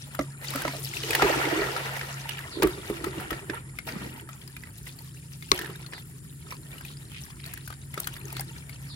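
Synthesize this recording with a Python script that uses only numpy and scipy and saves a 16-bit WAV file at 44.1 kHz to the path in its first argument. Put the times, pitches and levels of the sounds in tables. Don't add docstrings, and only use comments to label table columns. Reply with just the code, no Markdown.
import sys
import numpy as np
from scipy import signal
from scipy.fft import rfft, irfft, next_fast_len
from scipy.io import wavfile
from scipy.ndimage import uniform_filter1d, map_coordinates

SR = 44100
rng = np.random.default_rng(int(sys.argv[2]) if len(sys.argv) > 2 else 0)


def waveform_to_disk(signal):
    frames = np.transpose(np.atleast_2d(signal))
    scaled = np.clip(frames, -1, 1) * 32767
    samples = np.round(scaled).astype(np.int16)
    wavfile.write(sys.argv[1], SR, samples)


N = 394694
T = np.arange(N) / SR
LAG_S = 0.0002


def amp(db):
    return 10 ** (np.asarray(db) / 20)


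def unit(x):
    return x / np.sqrt(np.mean(x ** 2) + 1e-20)


def mix(noise, grain, share):
    share = np.clip(share, 0, 1)
    return np.sqrt(1 - share) * noise + np.sqrt(share) * grain


def along(points, hz):
    f, v = np.transpose(points)
    return np.interp(np.log(hz + 1), np.log(f + 1), v)


def curves(rows):
    s, *columns = np.transpose(rows)
    return [np.interp(T, s, column) for column in columns]


def wobble(rate):
    knots = rng.standard_normal(int(N * rate / SR) + 4)
    return map_coordinates(knots, [T * rate])


def filtered(x, response):
    m = next_fast_len(N + 8192)
    return irfft(rfft(x, m) * response(np.fft.rfftfreq(m, 1 / SR)), m)[..., :N]


def coloured(points):
    return lambda hz: amp(along(points, hz))


def resonant(peaks):
    def response(f):
        return sum(amp(db) * (1j * f * w / (c * c - f * f + 1j * f * w)) ** 2 for c, w, db in peaks)
    return response


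# (frequency [Hz], left-right correlation [0-1])
COHERENCE = [(60, 0.86), (130, .96), (300, 0.89), (640, 0.32), (1300, 0.22), (3000, 0.071), (8000, 0.12)]


def rush(response):
    def turn(hz):
        return np.arccos(np.clip(along(COHERENCE, hz), -1, 1)) / 2

    def mid_side(hz):
        return response(hz) * [np.cos(turn(hz)), np.sin(turn(hz))]

    mid, side = filtered(rng.standard_normal((2, N)), mid_side)
    left = np.roll(mid + side, round(LAG_S * SR))
    return unit(np.array([left, mid - side]))


def patchy(x, depth_db):
    z = signal.stft(x, nperseg=256)[2]
    field = rng.standard_normal(z.shape[1:])
    field = uniform_filter1d(field, size=4, axis=0)
    field = uniform_filter1d(field, size=7, axis=1)
    return unit(signal.istft(z * amp(depth_db * unit(field)), nperseg=256)[1][:, :N])


def pings(s, gain, hz, t60, pan_db, lag_s, rise, soft, size):
    out = np.zeros((2, N + size + 99))
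    t = np.arange(size) / SR
    cycles = hz[:, None] * t
    decay = t / t60[:, None]
    wave = np.sin(2 * np.pi * cycles * (1 + rise * decay))
    wave = wave * amp(-60 * decay) * (1 - np.exp(-cycles / soft))
    for ear, sign in enumerate((1, -1)):
        start = np.clip(np.round((s + sign * lag_s / 2) * SR).astype(int), 0, N)
        weights = wave * (gain * amp(sign * pan_db / 2))[:, None]
        places = start[:, None] + np.arange(size)
        out[ear] = np.bincount(places.ravel(), weights.ravel(), out.shape[1])
    return out[:, :N]


BUNCH, BUNCH_S = 8, 0.02
BUNCH_SHARE, BUNCH_SCATTER_DB = 0.405, 1.5
LIFE_SCATTER = 0.73


def grains(count, hz, spread, cycles, scatter_db, size):
    u, g = rng.random((count, 3)), rng.standard_normal((count, 6))
    lead = np.arange(count) // BUNCH * BUNCH
    s = u[lead, 0] * N / SR - BUNCH_S * np.log(u[:, 2] + 1e-3)
    pitch = np.clip(hz * np.exp(spread * mix(g[:, 0], g[lead, 3], BUNCH_SHARE)), 200, 15500)
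    life = cycles * np.exp(LIFE_SCATTER * g[:, 4]) / pitch
    gain = amp(-scatter_db * np.log(u[:, 1] + 0.02) + BUNCH_SCATTER_DB * g[lead, 5])
    pan_db = 3 * g[lead, 1]
    lag = 0.00006 * g[lead, 2] - LAG_S
    return unit(pings(s, gain, pitch, life, pan_db, lag, rise=0.1, soft=0.5, size=size))


# (time [s], rumble [dB], insects [dB])
YARD_LEVELS = [(0.0, -46, -54), (0.3, -49.5, -53.5), (1.22, -43.5, -50), (1.94, -50, -53.5),
               (3.01, -44.5, -52.5), (4.39, -48, -57), (8.95, -45, -55)]
# (time [s], pitch [Hz], level [dB])
HUM_PATH = [(0.0, 141.8, -45), (0.55, 136.5, -41.5), (2.42, 135.6, -42), (2.52, 135.3, -63),
            (2.64, 125.4, -43), (2.72, 134.3, -47), (4.21, 130.7, -47.5), (4.49, 134, -50),
            (6.25, 131.6, -48), (6.53, 141.8, -47), (7.83, 136.7, -47.5), (8.47, 133, -39.5),
            (8.67, 142.6, -47), (8.95, 136.9, -44)]
# (frequency [Hz], width [Hz], relative level [dB])
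HALO_PEAKS = [(133.6, 13.3, 1), (212.7, 8.2, -8.5)]
# (time [s], pitch [Hz], peak level [dB])
DRONE_PATH = [(0, 165, -62), (3.9, 168, -63), (5.1, 160, -49), (6.1, 160, -50), (7.5, 148.4, -53),
              (8.1, 163.4, -54), (8.95, 168, -53)]
# (frequency [Hz], relative level per Hz [dB])
RUMBLE_SPECTRUM = [(16, -50), (28, -20), (54, -1.5), (97, -4), (139, -0.5), (190, -11), (280, -14),
                   (325, -21), (700, -42), (910, -79), (1540, -120)]
# (frequency [Hz], width [Hz], relative level [dB])
INSECT_BANDS = [(7230, 400, 6.5), (8790, 690, 5.5), (10220, 1100, 4)]
# (frequency [Hz], relative level per Hz [dB])
HISS_SPECTRUM = [(350, -42), (600, -24.5), (982, -7), (1820, 8), (3460, -36), (5140, 1), (6320, -14),
                 (10200, 8.5), (15900, -30)]


def yard():
    rumble_db, insect_db = curves(YARD_LEVELS)
    hz, hum_db = curves(HUM_PATH)
    tone = np.sqrt(2) * np.sin(2 * np.pi * np.cumsum(hz + 0.95 * wobble(9)) / SR)
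    hum = amp(hum_db + 1.4 * wobble(9.1)) * mix(rush(resonant(HALO_PEAKS)), tone, share=0.8)
    drone_hz, drone_db = curves(DRONE_PATH)
    drone_level = amp(drone_db + 2.6 * wobble(7))
    drone = drone_level * np.sin(2 * np.pi * np.cumsum(drone_hz + 1.503 * wobble(11)) / SR)
    rumble = amp(rumble_db) * rush(coloured(RUMBLE_SPECTRUM))
    insects = amp(insect_db + [[1.5], [-1.5]]) * rush(resonant(INSECT_BANDS))
    hiss = amp(-60.5) * rush(coloured(HISS_SPECTRUM))
    return hum + drone + rumble + insects + hiss


# (time [s], level [dB])
CALLS = [(2.501, -44.5), (5.915, -49.5), (8.878, -48.5)]
# (time [s], pitch [Hz], relative level [dB])
CALL_SHAPE = [(0, 5100, -3), (0.023, 4390, 6), (0.059, 3900, 3.5), (.09, 3660, -6)]


def bird():
    s, hz, db = np.transpose(CALL_SHAPE)
    t = np.arange(round(s[-1] * SR)) / SR
    pitch = np.interp(t, s, hz) + 550 * np.sin(2 * np.pi * 170 * t)
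    call = amp(np.interp(t, s, db)) * np.sin(2 * np.pi * np.cumsum(pitch) / SR)
    out = np.zeros((2, N + SR))
    for start, level in CALLS:
        tail = rng.standard_normal((2, 6000)) * amp(-60 * np.arange(6000) / SR / 0.11)
        heard = signal.fftconvolve(call[None], tail / np.linalg.norm(tail[0]), axes=1)
        out[:, round(start * SR):][:, :heard.shape[1]] += amp(level) * heard
    return out[:, :N]


# (time [s], half length to 1/e [s], centre frequency [Hz], level [dB])
SWISHES = [(2.332, 0.1, 2540, -45.5), (4.02, 0.16, 209, -43.5), (6.896, 0.045, 3470, -48),
           (7.161, 0.048, 2650, -47), (7.502, 0.087, 2340, -49.5)]


def swishes():
    out = 0
    for s, half, hz, db in SWISHES:
        level = amp(db + 3.8 * wobble(110) + 4.2 * wobble(300))
        swell = np.exp(-((T - s) / half) ** 2)
        out = out + level * swell * rush(resonant([(hz, 0.59 * hz, 0)]))
    return out


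# (time [s], level [dB], first pitch [Hz])
BIG_BUBBLES = [(1.194, -13.5, 615), (1.298, -9.5, 397), (0.61, -29, 645), (1.398, -17, 700),
               (1.9, -42, 800), (1.969, -24, 535)]
GLUG_CYCLES, GLUG_RISE = 19, 2.1


def glugs():
    s, db, hz = np.transpose(BIG_BUBBLES)
    return pings(s, amp(db), hz, GLUG_CYCLES / hz, -3, -0.00025, rise=GLUG_RISE, soft=1.5, size=5000)


# (time [s], level of the strongest tone [dB], its pitch [Hz])
BUCKET_KNOCKS = [(0.191, -12.5, 594), (0.192, -18.5, 274), (0.55, -24.5, 265), (0.552, -26, 560),
                 (0.651, -14, 587), (0.676, -28, 262), (0.736, -25.5, 635), (0.749, -25, 614),
                 (0.784, -34, 422.5), (1.037, -28, 430), (1.103, -19.5, 445), (1.228, -9, 374),
                 (1.245, -10, 386), (1.37, -15, 319), (1.469, -17, 346), (1.525, -19, 327),
                 (1.574, -24, 381), (1.594, -21, 400), (1.616, -21, 352), (1.62, -20, 606),
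                 (1.655, -24, 363), (1.69, -26, 403), (2.57, -27, 350), (2.599, -17, 375),
                 (2.623, -14.5, 397), (2.636, -7.5, 359), (2.645, -5, 356), (2.776, -24, 378),
                 (2.9, -15, 348), (3.01, -26.5, 350), (3.038, -23, 340), (3.068, -18.5, 370),
                 (3.178, -21.5, 355), (3.317, -20, 339), (3.496, -20, 330), (5.5177, -13, 366),
                 (5.595, -31, 373), (5.695, -29, 382), (7.975, -31, 359), (8.397, -27, 800)]
# (frequency [Hz], relative level [dB], t60 [s])
BUCKET_MODES = [(60.3, 0.4, 0.089), (109, -4.5, 0.064), (175, 1.5, 0.058), (241, 1, 0.05),
                (350, -0.5, 0.071), (402, 3, 0.049), (548, -5.5, 0.078), (904, -8.5, 0.032),
                (1136, -9, 0.078)]
MODES_DB, MODE_SCATTER_DB = -15, 4


def knocks():
    s, db, hz = np.transpose(BUCKET_KNOCKS)
    g = rng.standard_normal((len(s), len(BUCKET_MODES)))
    pan_db = -hz / 120
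    out = pings(s, amp(db), hz, 20 / hz, pan_db, -0.00017, rise=0.022, soft=1.0, size=5000)
    for k, (mode, level, t60) in enumerate(BUCKET_MODES):
        gain = amp(db + MODES_DB + level + MODE_SCATTER_DB * g[:, k])
        pitch = mode * (1 + 0.077 * g[:, k - 1])
        decay_s = np.full_like(s, t60)
        out += pings(s, gain, pitch, decay_s, pan_db, -0.000075, rise=0, soft=0.54, size=5000)
    return out


# (frequency [Hz], relative level [dB], t60 [s])
ROOT_MODES = [(1160, 4, 0.021), (2090, -3, 0.015), (2850, -16, 0.0088), (3720, 1, 0.013), (4200, 6, 0.0072),
              (5180, 2, 0.0066), (6050, -4, 0.0099), (7570, -17, 0.0073)]
SNAP_S, SNAP_DB = 5.5166, -8.5
SNAP_PAN_DB = 11.5
TEAR_DB, TEAR_T60_S = -20, 0.025


def snap():
    hz, db, t60 = np.transpose(ROOT_MODES)
    s = SNAP_S + 0.00043 * rng.random(len(hz))
    pan_db = SNAP_PAN_DB * np.clip(hz / 4000, 0, 1)
    ring = pings(s, amp(SNAP_DB + db), hz, t60, pan_db, -0.0004, rise=0, soft=0.57, size=1500)
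    side = SNAP_PAN_DB * np.c_[[0.5, -0.5]]
    burst = amp(TEAR_DB + side - 60 * np.abs(T - SNAP_S) / TEAR_T60_S) * (T > SNAP_S)
    return ring + burst * rush(lambda hz: hz / (hz + 900) / (1 + (hz / 6000) ** 2))


# (time [s], level [dB], pitch [Hz], treble relative to level [dB], left minus right [dB])
DROP_HITS = [(0.1483, -26, 1350, -13, 6), (0.19, -18, 1285, -26, 1), (0.443, -30.5, 2040, -24.5, -3),
             (0.5034, -29.5, 3900, -6.5, 3.5), (0.536, -23.5, 1160, -20, -8), (0.5568, -18, 1350, -15, 0),
             (0.618, -24, 1550, -11, 0), (0.65, -18, 1290, -29, 0), (0.6773, -18, 975, -31, -2),
             (0.678, -30, 1700, -28, -6), (0.9433, -31, 3600, -23, 4), (1.034, -21.5, 2960, -21, -1.5),
             (1.1055, -16, 2440, -14, -1.5), (1.131, -15.5, 1830, -29, 9), (1.149, -10, 1860, -14.5, -1),
             (1.22, -9.5, 1210, -28, 3), (1.293, -24, 1910, -29, 2), (1.329, -21, 1700, -25, -6),
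             (1.387, -27, 2400, -28, -2), (1.452, -19, 2130, -25, -3), (1.617, -22, 1900, -27, -0.5),
             (1.763, -18.5, 1360, -29, 4.5), (1.9651, -26, 1910, -17, -3), (2.011, -20, 1800, -33, 0.5),
             (2.291, -21, 2870, -15, -5.5), (2.389, -26, 1760, -20, -3), (2.6213, -10.5, 905, -26, 0),
             (2.6297, -12.5, 1230, -15.5, 3), (2.67, -22, 1280, -14.5, -0.5), (2.899, -29, 1250, -22, -1),
             (3.041, -19.5, 1324, -19, 8.5), (3.306, -21, 1270, -16.5, 4), (3.198, -27.5, 1397, -26, 2),
             (3.3277, -24.5, 1800, -25, -4.5), (3.497, -20, 1750, -32, -0.5), (3.5497, -31, 1790, -27, -2),
             (3.786, -24, 2180, -20, 6), (3.888, -25, 2350, -31, 5), (4.2886, -30.5, 1280, -19, 2),
             (4.4754, -38, 4960, -10, 8), (4.5648, -29.5, 2390, -16, 0), (4.6346, -33.5, 1970, -21, -3),
             (4.868, -31, 2057, -25, 0.5), (4.9875, -37, 4430, -9.5, 3), (5.4232, -31.5, 2130, -20, 6.5),
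             (5.559, -28, 3166, -14, 4), (5.576, -23, 3020, -20, 2), (5.5894, -19.5, 1810, -15.5, 1),
             (5.612, -25.5, 1780, -20, 0), (5.618, -31.5, 2890, -12, 5.5), (5.644, -29, 1800, -29, -7),
             (5.658, -28, 1740, -26, -3), (5.698, -35, 1210, -24, 0), (5.757, -36, 3755, -12, 3.5),
             (5.8622, -33, 4290, -21, 9.5), (5.9332, -25.5, 1790, -31, 2), (5.978, -33, 2000, -19, -0.5),
             (6.506, -33, 5660, -18, 5), (6.522, -25.5, 1090, -26, 0), (6.781, -35, 2880, -16, 5),
             (6.808, -32.5, 1587, -18, 6), (6.8488, -33, 2500, -16, 7.5), (6.9694, -38.5, 4890, -25, 4.5),
             (7.116, -36, 3103, -20, 0), (7.263, -44, 1700, -20, -3), (7.302, -38.5, 1110, -21, 3),
             (7.44, -32, 3900, -18, 3), (7.4605, -33.5, 4400, -8, 2), (7.536, -30.5, 1740, -5, 4.5),
             (7.5739, -31, 1850, -14, 3), (7.6755, -30.5, 1470, -10, 5), (7.702, -28.5, 1200, -19, 5),
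             (7.725, -30, 1507, -22, 3), (7.94, -26, 2040, -15, 4), (7.9752, -21.5, 1300, -23, 0.5),
             (7.999, -37.5, 1983, 9.5, 6.5), (8.043, -31, 4280, -18, 9), (8.071, -19, 1454, -13, 6),
             (8.1349, -40, 2800, -4.5, 8), (8.165, -31.5, 1840, -25, 1.5), (8.213, -39.5, 2546, -20, 6),
             (8.303, -40, 2500, -16, 7), (8.325, -33, 885, -5, 6), (8.3655, -29.5, 4310, -15, 6),
             (8.367, -31, 1463, -20, 3.5), (8.3939, -23.5, 880, -17, 4.5), (8.406, -36, 995, 3, 7),
             (8.412, -32, 1650, -20, 2), (8.6933, -32.5, 2210, -14, 8)]
# (frequency [Hz], relative level per Hz [dB])
CRACK_SPECTRUM = [(410, -37), (700, -5), (2130, 3.5), (2590, -2), (5190, -4.5), (9730, -17.5), (14600, -31),
                  (16000, -37)]


def drops():
    s, db, hz, treble_db, pan_db = np.transpose(DROP_HITS)
    lag = -0.00003 * pan_db - 0.0001
    hard = np.clip((db + 16.5) / 20, 0, 1)
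    t60 = 0.019 * (1 - 1.1 * hard)
    out = pings(s, amp(db), hz, t60, pan_db, lag, rise=0.021, soft=1.04, size=2500)
    g = rng.standard_normal((len(s), 6))
    for k in range(6):
        partial = np.clip(hz * np.exp(0.5 * g[:, k]), 500, 8000)
        gain = amp(db - 10.5 + 9 * hard - 1.8 * k)
        out += pings(s + 0.0006 * k, gain, partial, 0.78 * t60, pan_db, lag, rise=0.032, soft=0.52, size=1200)
    cracks, ticks = np.zeros((2, 2, N + 900))
    t = np.arange(900) / SR
    swell = np.minimum(t / 0.0032, 1) ** 2
    crack_fall = -60 * np.maximum(t - 0.005, 0) / 0.026
    tick_fall = -60 * np.maximum(t - 0.006, 0) / 0.014
    for start, level, bright, pan in zip(s - 0.002, db - 15 + 10 * hard, db + treble_db + 3, pan_db):
        side = np.c_[[pan / 2, -pan / 2]]
        place = slice(round(start * SR), round(start * SR) + 900)
        cracks[:, place] += swell * amp(level + side + crack_fall)
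        ticks[:, place] += swell * amp(bright + side + tick_fall)
    noise = mix(rng.standard_normal((2, N)), rng.standard_normal(N), share=0.29)
    noise = unit(filtered(noise, coloured(CRACK_SPECTRUM)))
    fizz = rush(resonant([(11700, 11700, 0)]))
    hits = out + cracks[:, :N] * noise + ticks[:, :N] * fizz
    return np.roll(hits, round(0.0007 * SR), axis=1)


def splatter(x, level_db, t60, alike):
    tail = mix(rng.standard_normal((2, 4000)), rng.standard_normal(4000), alike)
    tail = tail * amp(-60 * np.arange(4000) / SR / t60)
    dull = filtered(x, lambda hz: 1 / (1 + (hz / 5000) ** 2))
    return x + amp(level_db) * signal.fftconvolve(dull, tail / np.linalg.norm(tail[0]), axes=1)[:, :N]


# (time [s], splash [dB], spray [dB], t60 [s])
SURGES = [(0.179, -42, -48, 0.36), (1.217, -11.5, -46, 0.1), (2.62, -27, -47, 0.24), (3.05, -44, -56, 0.43),
          (3.299, -30, -46, 0.28), (3.49, -40, -64, 0.36), (3.53, -35, -60, 0.32), (3.864, -36, -44.5, 1.3),
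          (4.619, -48, -62, 0.42), (4.861, -50.5, -49, 0.45), (5.525, -37.5, -40, 0.73),
          (5.58, -42, -65, 1.44), (5.92, -41.5, -68, 0.38), (6.46, -49, -52, 0.53), (6.5, -43, -52, 0.21),
          (6.701, -45.5, -55, 0.79), (7.45, -49, -51, 0.67), (7.959, -47, -47, 1.4), (8.36, -56, -44, 0.26)]
GUSH_RISE_S = 0.0079


def gushed(flow_db, gush_db):
    power = amp(2 * flow_db)
    for (s, *_, t60), db in zip(SURGES, gush_db):
        t = np.maximum(T - s, 0)
        power = power + amp(2 * (db - 60 * t / t60)) * np.minimum(t / GUSH_RISE_S, 1) ** 2
    return 10 * np.log10(power)


# (time [s], splash [dB], spray [dB])
FLOW_LEVELS = [(0.0, -53, -49.5), (0.41, -52, -64.5), (0.45, -41.5, -40), (0.65, -37, -41),
               (0.87, -49.5, -42), (1.05, -40, -37.5), (1.22, -27, -35), (1.47, -28, -39.5),
               (1.89, -35, -43.5), (2.14, -41.5, -46.5), (2.54, -46.5, -52), (2.75, -45, -48),
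               (3.21, -40, -52), (3.4, -49.5, -57.5), (3.71, -54.5, -58.5), (4.46, -61.5, -59),
               (5.38, -61, -54), (6.11, -75, -59), (6.55, -55, -57.5), (7.53, -60, -55), (8.27, -52, -56),
               (8.95, -55, -59.5)]
# (time [s], level [dB])
SLOSH_LEVEL = [(0.0, -65), (0.4, -58.5), (0.65, -48), (0.9, -54), (1.25, -38), (1.47, -32.5), (1.89, -53),
               (2.14, -59), (2.54, -48.5), (2.66, -26.5), (2.72, -45), (3.3, -44.5), (3.71, -56.5),
               (4.06, -48), (4.46, -57.5), (5.45, -63), (5.61, -43.5), (6.11, -60), (6.6, -56), (7.9, -60),
               (8.3, -49.5), (8.95, -68)]
# (frequency [Hz], width [Hz], relative level [dB])
AIR_MODES = [(340, 56, 0), (383, 69, -2.5)]
# (frequency [Hz], relative level per Hz [dB])
SPLASH_SPECTRUM = [(260, -63), (450, 4), (879, -2), (1080, -9), (1360, 0), (1760, -4), (1920, -3.5),
                   (3500, -11), (4550, -20), (7700, -120)]
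SPRAY_SPECTRUM = [(1470, -18), (2500, -1.5), (3650, -2), (5130, -3.5), (7870, -13), (11000, -27),
                  (14300, -35), (22000, -120)]
SPIT_SPECTRUM = [(5290, -16), (9000, -5.5), (12500, -1), (15900, -8), (17000, -53)]
# (frequency [Hz], width [Hz], relative level [dB])
WALL_MODES = [(940, 135, -1), (1350, 150, -1.5), (1904, 280, 5.5), (2270, 260, 4), (2770, 350, 2.5)]
# (frequency [Hz], left minus right [dB])
WATER_LEAN = [(300, -2), (650, -4), (1300, -1.5), (4400, 3.5), (8000, 12), (15000, -0.5)]
SPIT_DB, SPIT_GROWS = -55, 0.8


def water():
    _, *gush_db, _ = np.transpose(SURGES)
    splash_db, spray_db = map(gushed, curves(FLOW_LEVELS), gush_db)
    spit_db = SPIT_DB + SPIT_GROWS * (spray_db + 51)
    boom_db, = curves(SLOSH_LEVEL)
    weak = np.clip((-33 - uniform_filter1d(splash_db, size=6000)) / 18, 0, 1)
    gulp = (0.4 + 0.9 * weak) * wobble(28)

    bubbles = grains(count=6400, hz=1452, spread=0.5, cycles=19.6, scatter_db=3.5, size=1200)
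    drips = grains(count=3200, hz=2033, spread=0.401, cycles=21, scatter_db=4.5, size=1500)
    droplets = grains(count=4000, hz=4320, spread=0.395, cycles=18.4, scatter_db=4.5, size=400)
    spits = grains(count=2500, hz=13000, spread=0.27, cycles=5, scatter_db=3, size=60)
    spits = unit(filtered(spits, coloured(SPIT_SPECTRUM)))

    wash = patchy(rush(coloured(SPLASH_SPECTRUM)), depth_db=2.5)
    wash = mix(wash, bubbles, share=0.3 + 0.22 * weak)
    wash = mix(wash, drips, share=0.53 * weak)
    walled = unit(filtered(wash, lambda hz: 1 + np.abs(resonant(WALL_MODES)(hz))))
    splash = amp(splash_db + 1.47 * gulp) * walled

    mist = patchy(rush(coloured(SPRAY_SPECTRUM)), depth_db=1.8)
    mist = mix(mist, droplets, share=0.21 + 0.5 * weak)
    spray = amp(spray_db + 1.2 * gulp + 3.1 * weak * wobble(24)) * mist

    fine = mix(rush(coloured(SPIT_SPECTRUM)), spits, share=0.12 + 0.5 * weak)
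    spit = amp(spit_db + 2.7 * gulp + 1.9 * weak * wobble(70)) * fine

    boom = amp(boom_db + 3.3 * wobble(30) - 3.8 * weak) * rush(resonant(AIR_MODES))
    return filtered(splash + spray + spit + boom, lambda hz: amp(np.outer([0.5, -0.5], along(WATER_LEAN, hz))))


def scene():
    background = yard() + bird()
    bucket = swishes() + glugs() + splatter(knocks(), level_db=-8.5, t60=0.13, alike=0.85)
    root = splatter(snap(), level_db=-20, t60=0.052, alike=0.1)
    hits = splatter(drops(), level_db=-4, t60=0.096, alike=0.17)
    return background + bucket + root + hits + water()


CLIP, TOP_HZ = 0.95, 15900


def record(dry):
    x = filtered(dry, lambda hz: 1 / (1 + (40 / (hz + 1)) ** 4))
    rounded = x / (1 + (x / CLIP) ** 6) ** (1 / 6)
    return filtered(rounded, lambda hz: hz < TOP_HZ)


dry = scene()
out = record(dry)
waveform_to_disk(out)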